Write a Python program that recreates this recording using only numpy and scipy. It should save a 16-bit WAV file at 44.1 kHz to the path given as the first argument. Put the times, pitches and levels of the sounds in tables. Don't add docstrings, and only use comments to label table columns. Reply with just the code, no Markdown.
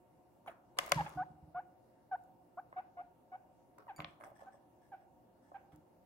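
import sys
import numpy as np
from scipy import signal
from scipy.io import wavfile

SR = 44100
rng = np.random.default_rng(int(sys.argv[2]) if len(sys.argv) > 2 else 0)


def wav_record(signal):
    frames = np.transpose(np.atleast_2d(signal))
    bounded = np.clip(frames, -1, 1)
    quanta = np.round(bounded * 32767).astype(np.int16)
    wavfile.write(sys.argv[1], SR, quanta)


N = 266805

# start in seconds, level in dB, time to the rebound in seconds.
CLACKS = [(0.7873, -21, 0.0022), (0.9194, -18, .0015)]


def from_db(db):
    return 10 ** (np.asarray(db) / 20)


def rms_one(x):
    return x / np.sqrt(np.mean(x ** 2) + 1e-20)


def at_hz(points, hz):
    table_hz, values = np.transpose(points)
    return np.interp(np.log(hz), np.log(table_hz), values)


def seconds(length):
    return np.arange(int(length * SR)) / SR


def cut(x, hz, kind, order=2):
    sections = signal.butter(order, np.clip(hz, 10, .45 * SR), kind, fs=SR, output="sos")
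    return signal.sosfilt(sections, x)


def add(out, s, x, pan_db=0):
    i = round(s * SR)
    stereo = x * from_db([[pan_db / 2], [-pan_db / 2]])
    out[:, i:i + x.shape[-1]] += stereo[:, :N - i]


def wobble(size, hz):
    return rms_one(cut(rng.standard_normal(SR // 2), hz, "low"))[-size:]


def ring(modes, t, scatter_db=0, phase=0):
    hz, db, t60 = np.transpose(modes)[:, :, None]
    db = db + scatter_db * rng.standard_normal(hz.shape)
    signs = (-1) ** np.arange(len(hz))[:, None]
    decay = from_db(db - 60 * t / t60)
    return np.sum(signs * decay * np.sin(2 * np.pi * hz * t + phase), axis=0)


def diffuse_bands(size):
    # frequency in Hz, left-right correlation.
    likeness = [(50, 0.94), (200, .92), (400, .65), (750, 0.59), (1400, 0), (4000, 0.061), (15000, 0.063)]
    edges = 28 * 2 ** (np.arange(29) / 3)
    white = rng.standard_normal((2, 2, size + SR // 4))
    for k, (low, high) in enumerate(zip(edges, edges[1:])):
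        mid, side = cut(white[k % 2], [low, high], "band", order=3)[:, -size:]
        hz = np.sqrt(low * high)
        alike = np.clip(at_hz(likeness, hz), -1, 1)
        yield hz, np.sqrt(1 + alike) * mid + np.sqrt(1 - alike) * side * [[1], [-1]]


def coloured(spectrum, flicker_db):
    knots = np.linspace(0, N, 90)
    total = np.zeros((2, N))
    for hz, band in diffuse_bands(N):
        waver = from_db(flicker_db * rng.standard_normal(len(knots)))
        total += from_db(at_hz(spectrum, hz)) * band * np.interp(np.arange(N), knots, waver)
    return rms_one(total)


def strokes(rows, grain_db, slip_hz=260):
    level = np.zeros((2, N))
    for s, length, db in rows:
        t = seconds(length)
        swell = np.sin(np.pi * (t / length) ** .5) ** 0.59
        add(level, s, from_db(db + grain_db * wobble(len(t), slip_hz)) * swell)
    return level


def place_db(s):
    # time in seconds, left over right in dB.
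    path = [(.5, -1.9), (1.2, .4), (3.9, .5), (4.5, -1.8), (5.6, -3)]
    return np.interp(s, *np.transpose(path))


def squeaks(turn=.68, attack_s=0.0055, release_s=0.0025, swell_db=3.5, fade_from=.76, fade_db=-15,
            arch_db=-5.0, jitter=.055, shimmer=0.55, second_ratio=1.3, second_climb=0.81,
            rasp_db=-13, rasp_low_hz=900, rasp_top_hz=2600):
    # start in seconds, length in seconds, base pitch in Hz, opening offset
    # as a share of the pitch (negative opens below it), level in dB, roughness from 0 to 1.
    calls = [ (0.471, 0.035, 652.5, .4, -46, 0.64), (0.97, 0.057, 802, .24, -32.5, 0.31),
             (1.057, 0.022, 830, 0.13, -44, 0.82), (1.171, 0.07, 738, -0.0031, -33.5, 0.13),
             (1.544, 0.067, 728.5, -0.043, -37.5, 0.17), (2.112, 0.052, 723, 0.11, -33.5, 0.1),
             (2.57, 0.037, 749, -0.12, -41, 0.1), (2.76, 0.052, 730.7, 0.029, -38, 0.27),
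             (2.967, 0.061, 714.3, 0.0017, -42.5, 0.21), (3.316, .054, 732, .03, -44, 0.2),
             (3.878, 0.05, 766, .36, -45.5, 0.39), (4.462, 0.037, 765, 0.017, -50, .12),
             (4.916, .043, 737.3, 0.16, -45.5, 0.24), (5.54, 0.036, 773, 0.066, -45, 0.34)]
    # frequency in Hz, level in dB.
    throat = [(2300, 2), (3000, -8), (3700, -13), (4400, -26), (6000, -40)]
    # time in seconds, phase gap at the octave in radians.
    facing = [(1.0, 2.7), (1.15, .1), (2.57, .5), (2.75, 3), (3.32, 2.6), (4.46, .5)]
    fundamental_gap, overtone_gap = .3, 2.0
    full_effort_db = -34
    flick_share, flick_follows = 0.37, 0.41
    octave_db, octave_fade_db = -13, -8.5
    overtone_base_db = -41.5
    rough_gain, soft_gain = 32, .3
    second_base_db, second_sag_db = -16, -75.5
    ears = np.array([[.5], [-.5]])
    tones, rasps = np.zeros((2, 2, N))
    for s, length, hz, opening, db, rough in calls:
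        t = seconds(length)
        u = t / length
        push_db = db - full_effort_db
        sag = np.clip(1 - u / turn, 0, 1)
        flick = np.clip((u - turn) / (1 - turn), 0, 1)
        rise = flick_share * from_db(flick_follows * push_db)
        pitch = hz * (1 + opening * sag ** 1.5 + rise * flick ** 1.5)
        pitch = pitch * (1 + jitter * rough * wobble(len(t), 230))
        phase = 2 * np.pi * np.cumsum(pitch) / SR

        release = np.clip((u - fade_from) / (1 - fade_from), 0, 1)
        effort = from_db(swell_db * (u - 1.0) + arch_db * (2 * u - 1) ** 2 + fade_db * release)
        effort = effort * np.clip(t / attack_s, 0, 1) * np.clip((length - t) / release_s, 0, 1)

        fundamental = np.cos(phase + fundamental_gap * ears)
        octave = np.cos(2 * phase + np.interp(s, *np.transpose(facing)) * ears)
        overtones = np.zeros((2, len(t)))
        for k in range(3, 8):
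            partial = np.cos(k * phase + overtone_gap * ears)
            overtones += from_db(at_hz(throat, k * hz)) * partial * (1 + shimmer * wobble(len(t), 130))
        overtone_db = overtone_base_db + rough_gain * rough - soft_gain * push_db
        second_phase = 2 * np.pi * np.cumsum(pitch * (second_ratio + second_climb * u)) / SR
        second = np.cos(second_phase) * np.sin(np.pi * sag)

        tone = fundamental + from_db(octave_db + octave_fade_db * release) * octave
        tone = tone + from_db(overtone_db) * overtones
        tone = tone + from_db(second_base_db + second_sag_db * opening) * second
        tone = tone * (1 + shimmer * rough * wobble(len(t), 250))

        turbulence = rng.standard_normal((2, len(t))) * (1 + np.cos(phase))
        rasp = rms_one(cut(turbulence, [rasp_low_hz, rasp_top_hz], "band", order=4))
        level = np.sqrt(2) * from_db(db) * effort
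        add(tones, s, level * tone, place_db(s))
        add(rasps, s, level * from_db(rasp_db) * rough ** 1.5 * rasp, place_db(s))
    return tones, rasps


def blow(bright_hz, crack_db, crack_t60=0.014, crack_low_hz=1900, ring_db=-5, spread=2.0, spread_hz=1100):
    # frequency in Hz, level in dB, t60 in seconds.
    plastic = [(299.9, -27, 0.081), (569, -7.5, .045), (723, -4.5, .03), (1051.4, -1, .03),
               (1202.6, -3.5, 0.027), (1510, -7, .02), (2120, -0.5, 0.013), (2620, -4, 0.0063),
               (2907, -6.5, .012), (3397, -8, 0.025), (4700, -3.5, 0.0088), (5634, -12, .007),
               (6600, -8.5, .007), (8150, -8.5, 0.0032)]
    t = seconds(.1)
    lobes = np.clip(np.array(plastic)[:, :1] / spread_hz, 0, 1) ** 3
    skew = spread * lobes * rng.uniform(-1.3, 1, (len(plastic), 1))
    left = ring(plastic, t, scatter_db=1.0, phase=skew)
    right = ring(plastic, t, scatter_db=0.5, phase=-skew)
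    burst = rng.standard_normal((2, len(t))) * from_db(-60 * t / crack_t60)
    crack = cut(burst, crack_low_hz, "high")
    body = np.array([left, right])
    return cut(from_db(ring_db) * body + from_db(crack_db) * crack, bright_hz, "low", order=5)


def clacks(graze_s=.006, graze_db=-13, rebound_db=-1.0, strike_pan_db=6.0, rebound_pan_db=-1.5):
    out = np.zeros((2, N))
    for s, db, rebound_s in CLACKS:
        graze = blow(bright_hz=1095.2, crack_db=-11)
        strike = blow(bright_hz=12800, crack_db=-0.5, crack_t60=.009)
        rebound = blow(bright_hz=2800, crack_db=8, crack_low_hz=1320)
        add(out, s - graze_s, from_db(db + graze_db) * graze)
        add(out, s, from_db(db) * strike, strike_pan_db)
        add(out, s + rebound_s, from_db(db + rebound_db) * rebound, rebound_pan_db)
    return out


def clack_tail(level_db=-52, t60=0.62, grain_db=3.5, grain_hz=300, rise_s=0.002, pan_db=1.0):
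    # frequency in Hz, density in dB per Hz.
    noise_colour = [(600, -27), (1100, -3), (1600, 0), (2600, -2.5), (4000, -6), (6500, -9), (10000, -13.5),
                    (15000, -19)]
    level, t = np.zeros((2, N)), seconds(.45)
    for s, _, _ in CLACKS:
        decay = from_db(level_db - 60 * t / t60 + grain_db * wobble(len(t), grain_hz))
        add(level, s, decay * np.clip(t / rise_s, 0, 1), pan_db)
    return level * coloured(noise_colour, flicker_db=1.5)


def knocks(crack_from_hz=1560, soft_crack_db=-13, crack_db_per_octave=22, settle_s=.012, settle_db=-10):
    # start in seconds, level in dB, contact brightness (low-pass corner) in Hz.
    contacts = [(.877, -35, 1510), (1.008, -34.5, 2700), (1.0656, -39.5, 2460), (2.727, -40.5, 1800),
                (3.7842, -46.5, 1595), (3.867, -46, 1304), (3.9908, -33.5, 1420), (4.0026, -34.5, 3120),
                (4.021, -45.5, 3000), (4.0453, -35.5, 3310), (4.209, -43.5, 2080), (4.237, -39.5, 2100),
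                (4.317, -39, 708), (4.421, -34, 754), (4.541, -41.5, 802), (5.517, -37, 895)]
    out = np.zeros((2, N))
    for s, db, bright_hz in contacts:
        octaves = max(np.log2(bright_hz / crack_from_hz), 0)
        knock = blow(bright_hz, soft_crack_db + crack_db_per_octave * octaves)
        add(out, s, from_db(db) * knock, place_db(s))
        settle = blow(bright_hz, soft_crack_db)
        settle_at = s + settle_s * rng.uniform(.7, 1.3)
        add(out, settle_at, from_db(db + settle_db) * settle, place_db(s))
    return out


def footfalls(soft_hz=260, low_hz=50, hind_s=0.043, hind_db=-8.5):
    # start in seconds, level in dB.
    hops = [(0.919, -43), (.957, -33.5), (1.157, -40.5), (1.299, -50.5), (1.426, -48), (1.546, -54.5),
            (3.988, -41), (5.729, -51)]
    # frequency in Hz, level in dB, t60 in seconds.
    floor = [(58, -19, .12), (86, -7.5, .12), (113, -5.5, .07), (152, -0.5, .11), (225, -7.5, .06),
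             (305.9, -8, 0.24)]
    out, t = np.zeros((2, N)), seconds(.3)
    for s, db in hops:
        for delay_s, paw_db in ((0, 0), (hind_s, hind_db)):
            thump = cut(ring(floor, t, scatter_db=4.0), [low_hz, soft_hz], "band")
            add(out, s + delay_s, from_db(db + paw_db) * thump, pan_db=-2)
    return out


def bedding():
    # start in seconds, length in seconds, level in dB.
    shoves = [(0.462, 0.075, -57), (0.768, 0.19, -52), (0.92, 0.31, -60.5), (3.78, 0.061, -64.5),
              (3.98, 0.053, -50.5), (4.2, 0.12, -58.5), (4.39, 0.14, -65), (5.72, 0.053, -66.5)]
    # frequency in Hz, density in dB per Hz.
    rustle = [(200, -8), (500, 2), (1000, 2.5), (1600, -2.5), (2300, -14), (4000, -24.5), (8000, -26),
              (15000, -27)]
    return strokes(shoves, grain_db=3.5) * coloured(rustle, flicker_db=6.0)


def ticks(t60=0.0056, low_hz=6500, pan_db=3):
    # start in seconds, level in dB.
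    snaps = [(0.8628, -36.5), (0.8952, -40), (1.0938, -45.5), (2.2375, -61), (3.7845, -53.5), (4.238, -59),
             (5.7602, -57)]
    out, t = np.zeros((2, N)), seconds(.03)
    for s, db in snaps:
        burst = rng.standard_normal((2, len(t))) * from_db(-60 * t / t60)
        add(out, s, from_db(db) * cut(burst, low_hz, "high"), pan_db)
    return out


def bars(ping_s=3.9625, ping_db=-59):
    # start in seconds, length in seconds, level in dB.
    slides = [(4.07, 0.068, -77.5), (4.235, 0.033, -63), (4.35, 0.097, -72.5), (4.52, 0.066, -75.5),
              (4.815, 0.1, -80), (5.005, .04, -80.5), (5.42, 0.13, -81), (5.72, 0.023, -81)]
    # frequency in Hz, level in dB, t60 in seconds.
    bar_modes = [(1735, 7, 0.039), (3380, -5.5, 0.02), (5180, -1.5, 0.01), (5900, -3.5, 0.015),
                 (8160, 4, 0.0088), (10950, -3, 0.0082), (13800, -5, .006)]
    # frequency in Hz, level in dB, t60 in seconds.
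    wire_modes = [(2250, -8.5, 0.5), (4640, -4, 0.2), (7000, -1.5, 0.12), (8250, -9, .03),
                  (9500, -3.5, 0.085), (12300, -1, 0.034), (15310, -12, .06)]
    response = ring(bar_modes, seconds(.05))[None]
    friction = signal.fftconvolve(rng.standard_normal((2, N)), response, axes=1)[:, :N]
    out = rms_one(friction) * strokes(slides, grain_db=4.0)
    add(out, ping_s, from_db(ping_db) * ring(wire_modes, seconds(.2)))
    return out


def room(x, delay_s=0.002, build_s=0.012):
    # frequency in Hz, t60 in seconds.
    decay_times = [(100, 0.38), (700, 0.9), (2000, 0.3), (6000, 0.43), (14000, 0.1)]
    # frequency in Hz, level in dB.
    tail_colour = [(100, 3), (750, 1), (1150, 2), (1900, 6), (4000, 0.5), (8000, -2), (15000, -5.5)]
    t = seconds(0.95)
    tail = np.zeros((2, len(t)))
    for hz, band in diffuse_bands(len(t)):
        tail += band * from_db(at_hz(tail_colour, hz) - 60 * t / at_hz(decay_times, hz))
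    tail = tail * np.clip((t - delay_s) / build_s, 0, 1)
    return signal.fftconvolve(x, rms_one(tail) / np.sqrt(len(t)), axes=1)[:, :N]


def air(level_db=-69.5):
    # frequency in Hz, density in dB per Hz.
    noise_colour = [(28, -22.5), (55, -4.5), (110, -3), (290, 0.5), (430, -9), (620, -0.5), (850, -7),
                    (1150, -15), (1800, -22), (3200, -31), (7000, -33), (15000, -30)]
    return from_db(level_db) * coloured(noise_colour, flicker_db=2.0)


def hum():
    # centre in Hz, width in Hz, level in dB.
    tone_bands = [(118.4, 10, -79.5), (174, 17, -82.5), (299.5, 15, -79), (358, 40, -76), (526.3, 27, -77),
                  (727.7, 18, -75.5), (917, 48, -79), (2814, 110, -99.5)]
    out = np.zeros((2, N))
    for hz, width_hz, db in tone_bands:
        edges = [hz - width_hz / 2, hz + width_hz / 2]
        mid, side = cut(rng.standard_normal((2, N + SR)), edges, "band")[:, SR:]
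        out += from_db(db) * rms_one(mid + 0.62 * side * np.array([[1], [-1]]))
    return out


def scene(tone_wet_db=-24, rasp_wet_db=-11, clack_wet_db=-21, cage_wet_db=-15, floor_wet_db=-14, far_wet_db=6):
    tone, rasp = squeaks()
    feet, bowl = footfalls(), clacks()
    cage = knocks() + ticks() + bars() + bedding()
    distance = np.interp(np.arange(N) / SR, [2.5, 4.5], [0, 1])
    voice_send = from_db(tone_wet_db) * tone + from_db(rasp_wet_db) * rasp
    send = from_db(far_wet_db * distance) * voice_send + from_db(clack_wet_db) * bowl
    send = send + from_db(cage_wet_db) * cage + from_db(floor_wet_db) * feet
    return tone + rasp + bowl + clack_tail() + feet + cage + room(send) + air() + hum()


def record(dry, cutoff_hz=15850):
    return signal.sosfilt(signal.ellip(10, .2, 70, cutoff_hz, fs=SR, output="sos"), dry)


dry = scene()
out = record(dry)
wav_record(out)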